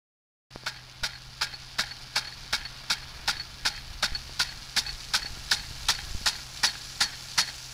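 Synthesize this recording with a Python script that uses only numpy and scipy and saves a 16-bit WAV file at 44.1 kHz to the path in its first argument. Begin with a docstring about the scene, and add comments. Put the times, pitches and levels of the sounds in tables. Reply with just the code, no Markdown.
"""Impact sprinkler in a field

A sprinkler turns slowly, close by. Nearly three times a second the spoon-shaped tip of its arm dips
into the jet: a splash, a slap and a patter of thrown water. The arm rattles and often rings as it
swings back. The jet hisses, water rains on the soil, a far pump hums and wind bumps the microphone."""
import sys
import numpy as np
from scipy import signal
from scipy.fft import rfft, irfft
from scipy.io import wavfile

SR = 44100
rng = np.random.default_rng(int(sys.argv[2]) if len(sys.argv) > 2 else 0)


def unload_audio(sound):
    """Save the sound as a 16-bit wav file, at the path given as the first command line argument."""
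    columns = np.transpose(np.atleast_2d(sound))
    # keep every value between -1 and 1, then stretch to whole-number steps
    steps = np.round(np.clip(columns, -1, 1) * 32767)
    wavfile.write(sys.argv[1], SR, steps.astype(np.int16))


N = 340893
TIME = np.arange(N) / SR
LEAD_S = .01  # each stroke's sound gets this head start, so it has room to swell
STROKE_TIME = np.arange(SR // 3) / SR - LEAD_S

# the arm cuts the jet: (time [s], base splash level [dB], base slap level [dB])
STROKES = [(0.6616, -33, -31.5), (1.0337, -29, -29.5), (1.4121, -27.5, -28), (1.7854, -26.5, -27),
           (2.1571, -25.5, -27), (2.527, -26, -27.5), (2.9, -24.5, -28), (3.2766, -25, -26),
           (3.6514, -24.5, -27), (4.0252, -25.5, -26), (4.3945, -23.5, -28.5), (4.764, -22.5, -28),
           (5.1369, -23, -26.5), (5.5114, -22.5, -26.5), (5.885, -21.5, -26.5), (6.259, -22.6, -26.5),
           (6.6328, -22, -24.5), (7.0054, -22.5, -24.5), (7.3777, -21.5, -24.5)]
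# the steady water swells as the head turns: (time [s], hiss level [dB], base falling water level [dB])
FLOW = [(0.75, -52, -56), (2.34, -46, -52), (3.15, -47, -50.5), (3.75, -47.5, -53), (4.12, -46, -52.5),
        (5.96, -43.5, -50.5), (7.7, -43.5, -52.5)]
# tones the sprinkler head boosts or cuts: (pitch [Hz], width [Hz], boost before turn [dB], after [dB])
HEAD = [(413, 58, 12, 14.5), (853, 38, 3.5, 4), (996, 150, -3.5, 1.5), (1111, 49, -9.5, -14),
        (1406, 70, 8.5, 7.5), (1628, 35, 9.5, -7), (1860, 180, 0, 4.5), (1940, 120, 4, 5),
        (2225, 105, 8, -2), (3130, 59, 4.5, -3), (3270, 79, 3, 6.5), (3724, 105, 4.5, 7), (3820, 48, 2, -6),
        (4360, 10, -2, 11), (4960, 48, -3, -4), (5800, 55, -3, 10), (6458, 45, -1, 8), (6850, 45, -6, 11)]
# tones the nozzle tube boosts or cuts: (pitch [Hz], width [Hz], boost [dB])
TUBE = [(860, 60, 1.5), (1400, 70, 5), (1662, 70, 6.5), (2050, 76, -5.5), (2335, 37, 3), (2580, 90, -0.5),
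        (2600, 71, -3), (2995, 84, -9.5), (3035, 60, 9.5), (3170, 65, -8.5), (3070, 49, 5),
        (3370, 75, -3.5), (3600, 120, -1)]
# tones of the wet spoon: (pitch [Hz], width [Hz], boost [dB])
SPOON = [(821, 27, 8), (1673, 130, 4.5), (1930, 42, -1), (2240, 44, 4), (2570, 38, 11.5), (2880, 58, -2),
         (3190, 72, 16), (3760, 36, 15), (4305, 120, 22), (9750, 200, 13)]
# tone colour of pattering drops: (frequency [Hz], relative level [dB])
PATTER = [(300, -12.5), (600, -17), (830, -2), (1100, -13.5), (1600, 2), (2000, 2), (2400, -4.5),
          (3000, -7.5), (4500, -8.5), (7000, -25), (14000, -33)]


def gain_of(db):
    """Turns decibels into a number to multiply by."""
    return 10 ** (np.asarray(db) / 20)


def evened(x):
    """Scales a sound to an average (rms) size of 1."""
    return x / np.sqrt(np.mean(x ** 2) + 1e-20)


def at_level(x, db, seconds):
    """Gives a burst the energy of that many seconds at that level."""
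    return x * gain_of(db) * np.sqrt(seconds * SR / (np.sum(x ** 2) + 1e-20))


def add(mix, start_s, sound):
    """Mixes a sound in at a given time."""
    part = mix[round(start_s * SR):][:len(sound)]
    part += sound[:len(part)]


def coloured(x, spectrum, peaks=(), size=4096):
    """Filters a sound with a broad tone colour plus narrow peaks and dips."""
    hz = np.fft.rfftfreq(size, 1 / SR)
    points_hz, points_db = np.transpose(spectrum)
    level = np.interp(np.log(hz + 1), np.log(points_hz + 1), points_db)
    for centre, width, boost in peaks:
        level += boost / (1 + (2 * (hz - centre) / width) ** 2)
    # make the filter ring only after a hit, never before it
    cepstrum = irfft(np.log(gain_of(np.maximum(level, -100))))
    cepstrum[1:size // 2] *= 2
    cepstrum[size // 2 + 1:] = 0
    response = irfft(np.exp(rfft(cepstrum)))[:size // 2]
    return signal.oaconvolve(x, response)[:len(x)]


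def drift(count, hz):
    """A smooth random wobble, up to about that many times a second."""
    smoothing = np.exp(-(np.fft.rfftfreq(count, 1 / SR) / hz) ** 2)
    return evened(irfft(rfft(rng.standard_normal(count)) * smoothing, count))


def water(count, clump_db, clump_hz):
    """Noise of countless tiny impacts that arrive in clumps."""
    return evened(rng.standard_normal(count) * gain_of(clump_db * drift(count, clump_hz)))


def drops(count, per_s, spread_db):
    """Separate drops: mostly small, a few large."""
    size = gain_of(spread_db * np.minimum(rng.exponential(1, count), 3))
    return evened(size * rng.choice([-1, 1], count) * (rng.random(count) < per_s / SR))


def ramp(t, seconds):
    """Goes from 0 to 1 in that time, and stays."""
    return np.clip(t / seconds, 0, 1)


def blow(t, rise_s, fall_s, tail_db, tail_s):
    """Loudness shape that peaks at t = 0, falls quickly and leaves a weaker tail."""
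    after, tail = np.maximum(t, 0), gain_of(tail_db)
    swell = np.exp(-(np.minimum(t, 0) / rise_s) ** 2)
    return swell * ((1 - tail) * np.exp(-(after / fall_s) ** 2) + tail * np.exp(-after / tail_s))


def turned(when):
    """How far the head has come round, from 0 to 1."""
    # the turn: (start [s], end [s])
    turn_s = [2.9, 6.34]
    return np.interp(when, turn_s, [0, 1])


def head_tones(when):
    """As the head turns, different tones of it stand out."""
    return [(hz, width, before + turned(when) * (after - before)) for hz, width, before, after in HEAD]


def wind():
    """Wind rumbles and single swirls bump the microphone; a few small ticks sound too."""
    # tone colour of the rumble: (frequency [Hz], relative level [dB])
    rumble = [(10, -14.5), (25, -3.5), (45, -7), (70, -10.5), (110, -21), (170, -25.5), (300, -42.5),
              (700, -50)]
    # rise and fall of the wind: (time [s], level [dB])
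    gusts = [(.5, -57), (1.5, -52), (2.3, -53), (3.3, -46.5), (4.2, -45), (5, -49), (5.3, -45.5),
             (6.15, -43), (6.5, -49), (7.7, -54)]
    # pushes of air, and much shorter ticks: (time [s], peak level [dB], rise time [s])
    bumps = [(1.027, -28, 0.0032), (4.121, -25.5, 0.0038), (4.139, -31, 0.003), (5.306, -32.5, 0.0032),
             (5.333, -35.5, 0.0035), (5.711, -32, 0.0019), (6.11, -28.5, 0.0034), (6.149, -21, 0.0028),
             (6.159, -33, 0.0046), (6.214, -30, 0.0014)]
    ticks = [(0.56, -21.5, 0.0002), (0.636, -33, 0.00018), (4.295, -33, 0.00021), (5.248, -29, 0.00019),
             (5.373, -35, 0.00055)]
    strength = gain_of(np.interp(TIME, *np.transpose(gusts)))
    out = evened(coloured(water(N, 1.7, 15), rumble)) * strength
    for when, db, rise_s in bumps + ticks:
        age = np.arange(SR // 10) / SR / rise_s
        add(out, when, gain_of(db) * age * np.exp(1 - age))
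    return out


def pump(pitch_hz=126.6, wander_hz=0.43, level_db=-54.5, waver_db=0.4):
    """A far pump hums one low tone that the breeze barely sways."""
    cycles = np.cumsum(pitch_hz + wander_hz * drift(N, 1.45)) / SR
    hum = np.sin(2 * np.pi * cycles) * gain_of(waver_db * drift(N, 5))
    return evened(hum) * gain_of(level_db)


def falling_water(boost_db=2.5):
    """The jet's water rains on the soil."""
    # tone colour of water on soil: (frequency [Hz], relative level [dB])
    soil = [(150, 2.5), (220, -1.5), (330, -4.5), (500, -8.5), (700, -3), (850, -3), (1100, -2.5),
            (1400, -2.5), (1700, -3.5), (1930, -2.5), (2260, -2.5), (2950, -6.5), (3400, -1), (5000, -25)]
    times, _, levels = np.transpose(FLOW)
    rain = water(N, 1.2, 100) + .25 * drops(N, 120, 1)
    return evened(coloured(rain, soil, TUBE)) * gain_of(np.interp(TIME, times, levels) + boost_db)


def jet(mist_db=-18, mist_db_per_s=1.75, mist_hidden_db=-14):
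    """The jet sputters out of the nozzle, and its fine mist grows louder."""
    # tone colours of the jet and its mist: (frequency [Hz], relative level [dB])
    jet_colour = [(1290, -22.5), (2200, -8.5), (2870, -2), (3020, -6.5), (3500, -1.5), (3770, -0.5),
                  (4640, 4), (5670, -3), (7900, -16.5), (9020, -19.5), (10700, -14.5), (12200, -27.5),
                  (14600, -42), (15600, -38), (16000, -47)]
    mist_colour = [(3500, -34), (5500, 7.5), (6600, 4.5), (7600, 1.5), (9000, -6), (10200, -1.5),
                   (11500, -12), (12800, -7), (15500, -13.5)]
    # the mist fades in: (start [s], end [s])
    mist_in_s = [3.5, 4.5]
    times, levels, _ = np.transpose(FLOW)
    hiss_db = np.interp(TIME, times, levels)
    growth_db = mist_db_per_s * TIME + np.interp(TIME, mist_in_s, [mist_hidden_db, 0])
    sputter = gain_of(.86 * drift(N, 58) + .5 * drift(N, 3))
    spit = water(N, 3.8, 1000) + gain_of(-8) * drops(N, 160, 5)
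    hiss = evened(coloured(sputter * spit, jet_colour, TUBE))
    mist = evened(coloured(sputter * water(N, 3.1, 900), mist_colour))
    return (hiss + mist * gain_of(mist_db + growth_db)) * gain_of(hiss_db)


def knocks(hold_s=.025, linger=.15, clack_s=.0048, scatter_s=.003, scatter_db=2.5):
    """The arm rings briefly on its stop, then the ring drops away quickly; its rattles mostly clack."""
    # the arm swings back onto its stop: (time [s], base ring level [dB])
    returns = [(0.761, -51), (1.132, -49), (1.537, -40), (1.9096, -40), (2.2712, -41), (2.324, -47),
               (2.651, -38.5), (3.366, -41), (3.397, -34), (3.752, -47), (4.1486, -30), (4.488, -42),
               (4.864, -34.5), (4.89, -34.5), (5.225, -38.5), (5.257, -35.5), (5.5946, -39), (5.9506, -38),
               (6.3287, -45), (6.672, -29.5), (7.047, -35), (7.476, -42)]
    # tones of the arm: (pitch [Hz], relative level [dB], base time to fade 60 dB [s])
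    arm_tones = [(3280, -22, .15), (3849, -14, .12), (4400, 5, 0.098), (4412, -4, 0.1), (5905, -21, .12),
                 (7574, -27, .1), (10670, -25, .08)]
    # the loose arm rattles on its pivot: (time after a stroke [s], level against the base slap [dB])
    rattles = [(.052, -17), (.099, -22), (.124, -18)]
    t = np.arange(SR // 6) / SR
    ring = sum(gain_of(db - 60 * t / fade_s) * np.sin(2 * np.pi * hz * t) for hz, db, fade_s in arm_tones)
    ring_shape = (1 - np.exp(-t / .0013)) * (linger + 1 / (1 + (t / hold_s) ** 6))
    # each hit: (time [s], ring level [dB], clack level [dB])
    hits = [(when, db - 1, .57 * db - 19) for when, db in returns]
    for when, _, slap_db in STROKES:
        for delay_s, offset_db in rattles:
            late, harder = rng.standard_normal(2)
            clack_db = slap_db + offset_db + scatter_db * harder
            hits.append((when + delay_s + scatter_s * late, clack_db - 12, clack_db))
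    out = np.zeros(N)
    for when, ring_db, clack_db in hits:
        burst = water(len(t), 6.6, 570) * np.exp(-t / clack_s)
        add(out, when, at_level(ring * ring_shape, ring_db, .029))
        add(out, when, at_level(coloured(burst, PATTER, SPOON[:6]), clack_db, .0073))
    return out


def patter(db, rise_s=.016, last_s=.13, sag_db_per_s=64, fade_db_per_s=220):
    """Thrown water patters on the spoon in blobs: it builds up, sags and dies away."""
    t = STROKE_TIME
    fade = gain_of(-sag_db_per_s * t - fade_db_per_s * np.maximum(t - last_s, 0))
    blobs = water(len(t), 6.5, 110) + .5 * drops(len(t), 170, 3.5)
    thrown = ramp(t, rise_s) ** 4 * fade * blobs
    return at_level(coloured(thrown, PATTER, SPOON), db - 16.5, .1)


def slap(when, db, delay_s=.0081, scatter_s=.0005, ping_hz=1480, ping_s=.0028):
    """The full jet hits the spoon: a wet slap with a short ping inside and a hollow thud at its start."""
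    # tone colours of the slap and the thud: (frequency [Hz], relative level [dB])
    slap_colour = [(80, -11), (200, -10.5), (320, -28), (500, -20.5), (900, -3.5), (1110, -3.5), (1260, -4),
                   (1480, 4), (1680, -0.5), (2000, -9.5), (2400, -4.5), (3000, -14), (5000, -7),
                   (8000, -48)]
    thud_colour = [(350, -55.5), (520, -21), (620, 1.5), (720, -9), (820, 5), (960, 7.5), (1110, -14),
                   (1400, -40.5)]
    t = STROKE_TIME - delay_s - scatter_s * rng.standard_normal()
    higher = np.interp(when, [5.9, 7.2], [1, 1.16])  # the spoon sounds higher from the side
    raised_colour = [(hz * higher, level) for hz, level in slap_colour]
    pitch = ping_hz * higher * rng.uniform(.838, 1.2)
    ping = np.sin(2 * np.pi * (pitch * STROKE_TIME + rng.random())) * np.exp(-(t / ping_s) ** 2)
    wet = blow(t, rise_s=.0069, fall_s=.011, tail_db=-9.5, tail_s=.028) * water(len(t), 2.8, 600)
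    thud = blow(t + .0024, rise_s=.004, fall_s=.0012, tail_db=-11, tail_s=.026) * water(len(t), 1, 410)
    return (at_level(ping, db - 12.5, .052)
            + at_level(coloured(wet, raised_colour, head_tones(when)), db - 2, .035)
            + at_level(coloured(thud, thud_colour, head_tones(0)), db - 11.5, .022))


def splash(when, db, rise_s=.0034, hold_s=.019, fade_db_per_s=350, in_jet_s=.038):
    """The spoon shatters the jet into drops and a fine spray that grows as the head turns."""
    # tone colours of the splash and its spray: (frequency [Hz], relative level [dB])
    splash_colour = [(60, -35), (200, -8), (330, -20), (500, -36), (800, -11), (1100, -7.5), (1600, -18.5),
                     (2400, -3), (2950, -7.5), (3800, 0.5), (4700, 4.5), (5500, 0.5), (6500, -14),
                     (9000, -23)]
    spray_colour = [(3000, -33), (5500, 7.5), (6500, 6), (7500, 3.5), (9000, -3), (10300, 2.5),
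                    (11800, -12), (14300, -29), (15800, -45)]
    t, count = STROKE_TIME, len(STROKE_TIME)
    fade_db = -fade_db_per_s * np.maximum(t - hold_s, 0)
    leave_db = -8.5 * ramp(t - in_jet_s, .0064)  # the spoon leaves the jet
    shatter = ramp(t + rise_s / 2, rise_s) * gain_of(fade_db + leave_db + 2 * drift(count, 460))
    crackle = shatter * (water(count, 1.8, 3000) + .5 * drops(count, 3000, 3))
    fizz = shatter * water(count, 1.8, 3000)
    spray_db = db - 11.5 + 3.5 * turned(when) ** 2
    return (at_level(coloured(crackle, splash_colour, head_tones(when)), db + .5, .027)
            + at_level(coloured(fizz, spray_colour), spray_db, .035))


def strokes():
    """Each time, the spoon breaks the jet, takes its full blow and throws water aside."""
    out = np.zeros(N)
    for when, splash_db, slap_db in STROKES:
        add(out, when - LEAD_S, splash(when, splash_db) + slap(when, slap_db) + patter(slap_db))
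    return out


def scene():
    """Open ground with no walls; the sources simply mix."""
    return (strokes() + knocks() + jet() + falling_water() + pump() + wind())[None]


def record(dry, start_s=.505, ceiling=.86, top_hz=15650):
    """Half a second of silence, then the sound, with loud peaks rounded and the highest treble cut."""
    opened = dry * ramp(TIME - start_s, .003)
    rounded = opened / (1 + (opened / ceiling) ** 4) ** .25
    treble_cut = signal.firwin(301, top_hz, window=("kaiser", 9), fs=SR)
    return signal.oaconvolve(rounded, treble_cut[None], "same")


dry = scene()
out = record(dry)
unload_audio(out)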